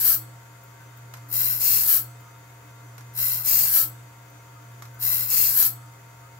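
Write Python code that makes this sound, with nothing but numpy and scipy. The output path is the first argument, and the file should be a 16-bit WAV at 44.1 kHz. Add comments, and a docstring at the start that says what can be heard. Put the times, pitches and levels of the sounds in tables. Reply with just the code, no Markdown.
"""An automatic sharpener's wheel grinds a band saw blade in a small workshop, heard from very close.
Per tooth it scrapes face, gullet and back: shaped noise plus blade resonances, as grit cuts the steel.
High-passed-sounding noise spits are the sparks; the steel frame rings on after the back is ground.
A motor hum, spindle whir, belt tones and air rush run throughout.
Before each later stroke a pawl clicks, a decaying noise burst, and faint high ticks fall in between."""
import sys
import numpy as np
from scipy import signal
from scipy.fft import rfft, irfft, next_fast_len
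from scipy.io import wavfile

SR = 44100
rng = np.random.default_rng(int(sys.argv[2]) if len(sys.argv) > 2 else 0)


def master(y):
    """Save y as 16-bit WAV."""
    cut = np.clip(np.atleast_2d(y).T, -1, 1)
    pcm = np.round(cut * 32767)  # scale
    wavfile.write(sys.argv[1], SR, pcm.astype(np.int16))


N = 281799
TIME_S = np.arange(N) / SR
FFT_SIZE = 2 * next_fast_len(N // 2 + 1, real=True)
BINS_HZ = np.maximum(np.fft.rfftfreq(FFT_SIZE, 1 / SR), 1)

FIRST_CONTACT_S, TOOTH_PERIOD_S = 1.33, 1.842
HUM_HZ, WHEEL_HZ = 119.93, 76.8
EASE_DB = 3  # drop at one half-width from the deepest bite
SCRAPE_ATTACK_DB_PER_S, SCRAPE_RELEASE_DB_PER_S = 442, 370
SPARK_ATTACK_DB_PER_S, SPARK_RELEASE_DB_PER_S = 520, 380
THROBS_PER_TOOTH, THROB_DB, THROB_PEAK_S = 11, 1, 0.038  # first crest after contact
RUSH_DB = -52
CUTOFF_HZ = 15750

# Cam course along the tooth: (time after contact [s], place [0 face, 1 gullet, 2 back])
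CAM_COURSE = [(0, 0), (.23, 0), (.31, 1), (.45, 1), (.56, 2), (1.1, 2), (1.5, 0)]
# Strokes, one per tooth: (full contact [s], lead of first graze [s], face scraping offset [dB],
# face spark offset [dB], face sag [dB/s])
TOOTH_STROKES = [(-.506, .03, 0, 0, 0), (1.327, 0.04, 0, .5, -2), (3.176, .045, .5, -1.8, 10),
                 (5.017, 0.027, -1, -1.5, -11.5)]
# Cuts of a stroke, face, gullet, back: (start [s], deepest [s], end [s], all after contact,
# relative scraping [dB], its half-width [s], relative sparks [dB], their half-width [s])
STROKE_CUTS = [(.012, .085, 0.264, -34, 0.1, -23.5, 0.1), (.284, .385, 0.58, -29.8, 0.14, -18.5, 0.075),
               (.55, .59, 0.6545, -30, 0.048, -20, 0.061)]
# Grit-on-steel spectrum: (frequency [Hz], face [relative dB], gullet [relative dB], back [relative dB])
SCRAPE_SPECTRA = [(29.7, -22, -24, -34), (75.6, -12, -10, -8.5), (216, -24.5, -20.5, -23),
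                  (1260, -12.5, -15.5, -11), (2100, -13.5, -10.5, -12.5), (3220, -9, -10.5, -8),
                  (3290, -27, -34, -32), (3830, -4.5, -6.5, -4.5), (8900, -9, -1, -1), (9170, -2, -2.5, -4),
                  (12000, 1, 1.5, 7), (12200, 8, 6, 15.5), (13540, 8, 6, 7), (15700, -1, -7, 7.5)]
# Share of scraping heard through the band's close-set modes: (frequency [Hz], share [0-1])
RIDGE_SHARE = [(100, .1), (900, .2), (1900, .7), (2800, .99), (7000, .99), (9000, .85), (15000, .7)]
# Blade and clamp modes: (frequency [Hz], width [Hz], face [relative dB], gullet [relative dB],
# back [relative dB])
BLADE_MODES = [(532, 38, -7, -10, -17), (1323, 20, -19, -14, -1), (1495, 20, 1, -17, -20),
               (1620, 191, -14, -17, -5), (2026, 64, 1, -5, -24), (2747, 46, -11, -3, -25),
               (3423, 61, -11, -6, -7), (4020, 141, -1, -9, -18), (4389, 52, -1, 4, 0),
               (4810, 73, -19, -1, -4), (5290, 211, 0, 0, -2), (5523, 31, 8, -14, 4),
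               (5890, 220, -3, -16, -3), (6531, 203, -6, 0, -5), (7027, 185, 3, 0, -1), (7466, 30, 8, 3, 1),
               (7936, 60, 4, 7, 6), (8710, 220, -4, -8, -9), (9282, 220, 0, -1, 4), (10407, 192, 5, 6, 7),
               (10740, 220, 2, -11, 5), (11180, 40, 4, 8, 7), (11854, 69, 10, 10, -5),
               (12133, 51, 13, 12, 5), (12400, 128, 12, 13, 13), (12660, 202, 10, 4, 0),
               (12928, 33, 23, 19, 22), (13800, 220, 3, 0, 4)]
# Grinding likeness of left and right: (frequency [Hz], coherence [-1 to 1])
GRIND_COHERENCE = [(60, 0.4), (300, 1), (700, 0.69), (1400, 0.16), (3100, 0.38), (7000, 0.087),
                   (15000, -0.52)]
# Grinding balance: (frequency [Hz], left minus right [dB])
GRIND_LEAN = [(100, 9.5), (700, -3), (1500, 6.5), (2700, -1), (5200, 4), (7900, -3.5), (10600, 3.5),
              (13000, 2)]
# Spark and tick spectrum: (frequency [Hz], level [relative dB])
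SPARK_SPECTRUM = [(9000, -33), (11800, -32), (12500, -9), (13000, -15), (13800, 6), (14350, -2.5),
                  (14900, -6.5), (15650, -1), (17000, -4)]
# Steel frame modes: (frequency [Hz], width [Hz], level [relative dB])
FRAME_MODES = [(317, 5.5, 14), (706, 59, -5), (1310, 8, 12), (3370, 440, -10.5), (4360, 56, 0),
               (7950, 160, 6), (8900, 100, -3.5), (10200, 42, 4), (12300, 32, -1), (12500, 99, 2),
               (12920, 50, -4)]
# Hum course per tooth, sinking in the gullet and back cuts: (time after contact [s], level [dB])
HUM_COURSE = [(.06, -43.5), (.25, -44), (.335, -51), (.42, -45), (.61, -52.5), (.68, -44.5), (.76, -42),
              (.95, -49.5), (1.29, -49.5), (1.58, -45)]
# Wheel and bearing whir: (multiple of turning rate [1], level [relative dB])
WHIR_LINES = [(1, -90.5), (4, -68.5), (6, -78), (7, -68.5), (9, -64.5), (12, -60), (13, -70), (15, -67),
              (18, -65), (21, -71), (27, -68), (33, -72.5)]
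# Motor and belt tones: (frequency [Hz], level [relative dB])
BELT_TONES = [(160, -73.5), (296, -70.5), (366, -82), (1249, -71), (1534, -73.5), (2169, -78.5)]
# Air and bearing rush spectrum: (frequency [Hz], level [relative dB])
RUSH_SPECTRUM = [(25, -28), (75, 4), (200, -2), (300, -1), (850, 0), (1400, 1), (2900, -10), (4200, -15.5),
                 (5600, -12.5), (7300, -8), (8400, -16.5), (9800, -17), (11500, -10.5), (15800, -15.5)]
# Rush likeness of left and right: (frequency [Hz], coherence [-1 to 1])
RUSH_COHERENCE = [(60, 0.78), (150, 1.0), (380, 1), (950, 0.17), (2380, -0.062), (5980, 0.16),
                  (15000, -0.029)]
# Rush balance: (frequency [Hz], left minus right [dB])
RUSH_LEAN = [(100, 5.5), (1200, 2.5), (2500, 5), (9000, 0), (12000, 3), (15000, 14)]
# Singing bearings: (frequency [Hz], width [Hz], level [dB])
BEARING_MODES = [(3663, 15, -73.5), (4690, 390, -70), (6070, 9.5, -70), (6960, 140, -70), (7120, 27, -74.5),
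                 (8500, 100, -72), (8820, 57, -81.5)]
# Feed pawl drops and rebounds: (time [s], level [relative dB])
PAWL_BLOWS = [(1.1384, -39), (1.170, -52), (2.9807, -43.5), (3.008, -54), (4.8226, -40.5), (4.853, -50.5)]
# Pawl click spectrum: (frequency [Hz], level [relative dB])
PAWL_SPECTRUM = [(200, -26), (700, 0.5), (1100, 3.5), (1900, 1.5), (2700, -7), (3600, -9), (6000, -4.5),
                 (9500, -13.5), (13000, -4), (16000, -27)]
# Faint high ticks: (time [s], level [relative dB])
TICK_BLOWS = [(.6361, -50), (.9718, -49), (2.2075, -52), (2.382, -57), (4.3007, -53), (4.9428, -50)]


def from_db(db):
    """Decibels to amplitude gain."""
    return 10 ** (np.asarray(db) / 20)


def rms_one(x):
    """Scale to rms 1."""
    return x / np.sqrt(np.mean(x ** 2) + 1e-20)


def at_hz(points, hz):
    """Interpolate a spectrum on a log-frequency axis."""
    points = np.array(points)
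    return np.interp(np.log(hz), np.log(points[:, 0]), points[:, 1])


def pan(left_minus_right_db):
    """Gains of the left and right channels."""
    return from_db(np.array([[.5], [-.5]]) * left_minus_right_db)


def lean(x, balance):
    """Tip a stereo sound left or right by frequency."""
    return irfft(rfft(x, FFT_SIZE) * pan(at_hz(balance, BINS_HZ)))[:, :N]


def drift(rate_hz):
    """Low-passed noise with rms 1."""
    lowpass = 1 / (1 + (BINS_HZ / rate_hz) ** 2)
    return rms_one(irfft(rfft(rng.standard_normal(FFT_SIZE)) * lowpass)[:N])


def colour(x, spectrum):
    """Shape a sound with a broad spectrum."""
    return irfft(rfft(x, FFT_SIZE) * from_db(at_hz(spectrum, BINS_HZ)))[:, :N]


def stereo_noise(coherence):
    """White noise whose channels agree by frequency."""
    mid, side = rfft(rng.standard_normal((2, FFT_SIZE)))
    alike = np.clip(at_hz(coherence, BINS_HZ), -.99, .99)
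    common = np.sqrt((1 + alike) / 2) * mid
    opposed = np.sqrt((1 - alike) / 2) * side * [[1], [-1]]
    return irfft(common + opposed)[:, :N]


def resonate(x, hz, width_hz):
    """Two-pole resonance with peak gain 1."""
    radius = np.exp(-np.pi * width_hz / SR)
    zeros = np.array([1, 0, -1]) * (1 - radius * radius) / 2
    poles = [1, -2 * radius * np.cos(2 * np.pi * hz / SR), radius * radius]
    return signal.lfilter(zeros, poles, x + 1e-18)


def ring_on(x, t60_s):
    """Dense decaying tail, different in each channel, with unit mean energy."""
    tail = rng.standard_normal((2, SR)) * from_db(-60 * TIME_S[:SR] / t60_s)
    tail = tail / np.sqrt(np.sum(tail ** 2) / 2)
    return signal.fftconvolve(x, tail, axes=1)[:, :N]


def dense_modes(x, share, t60_s):
    """Many weak overlapping modes put narrow ridges and notches in a sound, different per side."""
    share = np.clip(share, 0, 1)
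    direct = np.sqrt(1 - share) * rfft(x, FFT_SIZE)
    modal = np.sqrt(share) * rfft(ring_on(x, t60_s), FFT_SIZE)
    return irfft(direct + modal)[:, :N]


def cam_time():
    """Seconds since the cam last brought the wheel to a tooth."""
    return (TIME_S - FIRST_CONTACT_S) % TOOTH_PERIOD_S


def cam_shares():
    """Shares of wheel contact on face, gullet and back."""
    place = np.interp(cam_time(), *np.transpose(CAM_COURSE))
    return np.array([np.maximum(1 - abs(place - k), 0) for k in range(3)])


def bite():
    """Scraping and spark strength: each cut has a quick attack, a rounded crest and a release."""
    scrape_db, spark_db = np.full((2, N), -np.inf)
    for contact, graze, face_db, face_spark_db, face_sag in TOOTH_STROKES:
        t = TIME_S - contact
        for k, (start, deepest, end, cut_db, cut_width, chips_db, chips_width) in enumerate(STROKE_CUTS):
            early = np.maximum(start - t, 0)
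            late = np.maximum(t - end, 0)
            held = np.clip(t, start, end)
            cut = cut_db - EASE_DB * ((held - deepest) / cut_width) ** 2
            chips = chips_db - EASE_DB * ((held - deepest) / chips_width) ** 2
            if k == 0:
                face = np.where(t < -graze, -np.inf, -face_sag * held)  # silent until the first graze
                cut = cut + face + face_db
                chips = chips + face + face_spark_db
            cut = cut - SCRAPE_ATTACK_DB_PER_S * early - SCRAPE_RELEASE_DB_PER_S * late
            chips = chips - SPARK_ATTACK_DB_PER_S * early - SPARK_RELEASE_DB_PER_S * late
            scrape_db = np.maximum(scrape_db, cut)
            spark_db = np.maximum(spark_db, chips)
    return from_db(scrape_db), from_db(spark_db)


def grit(runout_db, pattern_db, grain_db, grain_hz):
    """Contact force: the high side and proud grains return every turn, other grains cut at random."""
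    turns = WHEEL_HZ * TIME_S + 0.094 * drift(2.9)
    rim = rms_one(sum(np.cos(2 * np.pi * (k * turns + rng.random())) for k in range(2, 11)))
    grains = np.clip(drift(grain_hz), -2.5, 2.5)
    force_db = runout_db * np.cos(2 * np.pi * turns) + pattern_db * rim + grain_db * grains
    return rms_one(from_db(force_db))


def grinding(force, shares):
    """Grit scrapes the tooth; the place of contact sets how strongly each blade mode is driven."""
    scratch = force * rng.standard_normal((1, N))
    table, out = np.array(SCRAPE_SPECTRA), 0
    for share, levels in zip(shares, table.T[1:]):
        heard = dense_modes(scratch * share, at_hz(RIDGE_SHARE, BINS_HZ), t60_s=.06)
        out = out + colour(heard, np.c_[table[:, 0], levels])
    drive = force * stereo_noise(GRIND_COHERENCE)
    for hz, width_hz, *levels in BLADE_MODES:
        # two passes keep the valleys between modes dark
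        broad_hz = width_hz * np.sqrt(2)
        driven = drive * (from_db(levels) @ shares)
        out = out + resonate(resonate(driven, hz, broad_hz), hz, broad_hz)
    return lean(out, GRIND_LEAN)


def sparks(level):
    """Chips tear off in sharp, very high spits, mostly to the left."""
    force = grit(runout_db=1.0, pattern_db=1.2, grain_db=3.4, grain_hz=900)
    spits = dense_modes(force * rng.standard_normal((1, N)), share=0.13, t60_s=0.043)
    return level * rms_one(colour(spits, SPARK_SPECTRUM)) * pan(20.9) * from_db(-5.0)


def frame(force):
    """Grinding the back shakes the frame, whose lightly damped modes hang on."""
    shake = ring_on(force * rng.standard_normal((2, N)), t60_s=0.51)
    return sum(from_db(db) * resonate(shake, hz, width_hz) for hz, width_hz, db in FRAME_MODES)


def hum_level_db():
    """Hum level follows the cam and throbs lightly in step with it."""
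    course_db = np.interp(cam_time(), *np.transpose(HUM_COURSE), period=TOOTH_PERIOD_S)
    throb_turns = THROBS_PER_TOOTH * (cam_time() - THROB_PEAK_S) / TOOTH_PERIOD_S
    return course_db + THROB_DB * np.cos(2 * np.pi * throb_turns)


def tone(hz, db, wander_s, flutter_db):
    """A machine line follows shaft-speed wander and reaches each side with its own phase."""
    side_phase = np.array([[.4], [-.4]]) * rng.choice([-1, 1])
    phase = 2 * np.pi * (hz * (TIME_S + wander_s) + rng.random()) + side_phase
    return np.sqrt(2) * from_db(db + flutter_db * drift(8.6)) * np.sin(phase)


def machine():
    """Motor hum, spindle whir and belt lines are sines; air rush and bearings are filtered noise."""
    hum_phase = 2 * np.pi * HUM_HZ * TIME_S + 0.24 * drift(7.1)
    hum = np.sqrt(2) * from_db(hum_level_db()) * np.sin(hum_phase) * pan(-0.46)
    wander_s = 0.00016 * drift(3.6)
    whir = sum(tone(k * WHEEL_HZ, db, wander_s, flutter_db=1.37) for k, db in WHIR_LINES)
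    belt = sum(tone(hz, db, wander_s, flutter_db=6.0) for hz, db in BELT_TONES)
    air = dense_modes(lean(stereo_noise(RUSH_COHERENCE), RUSH_LEAN), share=0.16, t60_s=0.066)
    rush = rms_one(colour(air, RUSH_SPECTRUM)) * from_db(RUSH_DB + .5 * drift(40))
    rolling = rng.standard_normal((2, N))
    bearings = sum(from_db(db) * rms_one(resonate(rolling, hz, width_hz))
                   for hz, width_hz, db in BEARING_MODES)
    return hum + (whir + belt) * pan(0.98) + rush + bearings


def blows(events, t60_s):
    """Envelope of sharp blows that decay exponentially."""
    kicks = np.zeros(N)
    for time_s, db in events:
        kicks[round(time_s * SR)] = from_db(db)
    return signal.lfilter([1], [1, -from_db(-60 / (t60_s * SR))], kicks + 1e-18)


def feed():
    """The pawl's dry click in the centre, a crack with a longer tail, and faint ticks on the left."""
    tick = rms_one(colour(rng.standard_normal((2, N)), SPARK_SPECTRUM))
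    tick = tick * blows(TICK_BLOWS, t60_s=.06) * pan(13)
    clack = rms_one(colour(rng.standard_normal((2, N)), PAWL_SPECTRUM))
    crack = from_db(3) * blows(PAWL_BLOWS, t60_s=.02)
    tail = from_db(-5.5) * blows(PAWL_BLOWS, t60_s=0.19)
    return clack * (crack + tail) + tick


def scene():
    """Strokes and feed with workshop reverberation, over the running machine."""
    scrape, spark = bite()
    shares = cam_shares()
    # light contact on the face: the wheel's high side bites harder, once a turn
    light = shares[0] / (1 + (scrape / from_db(-38.5)) ** 2)
    skipping = 1 + .5 * light * np.cos(2 * np.pi * WHEEL_HZ * TIME_S)
    force = scrape * skipping * grit(runout_db=1.6, pattern_db=-0.05, grain_db=2.0, grain_hz=694)
    near = from_db(8.0) * grinding(force, shares) + sparks(spark * skipping) + feed()
    workshop = from_db(-12) * ring_on(near, t60_s=.16)
    return near + workshop + frame(force * shares[2]) + machine()


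def record(dry):
    """Round the highest peaks, then cut the top steeply."""
    rounded = dry / (1 + (dry / .8) ** 6) ** (1 / 6)
    lowpass = signal.ellip(14, .1, 80, CUTOFF_HZ, fs=SR, output="sos")
    return signal.sosfilt(lowpass, rounded)


dry = scene()
out = record(dry)
master(out)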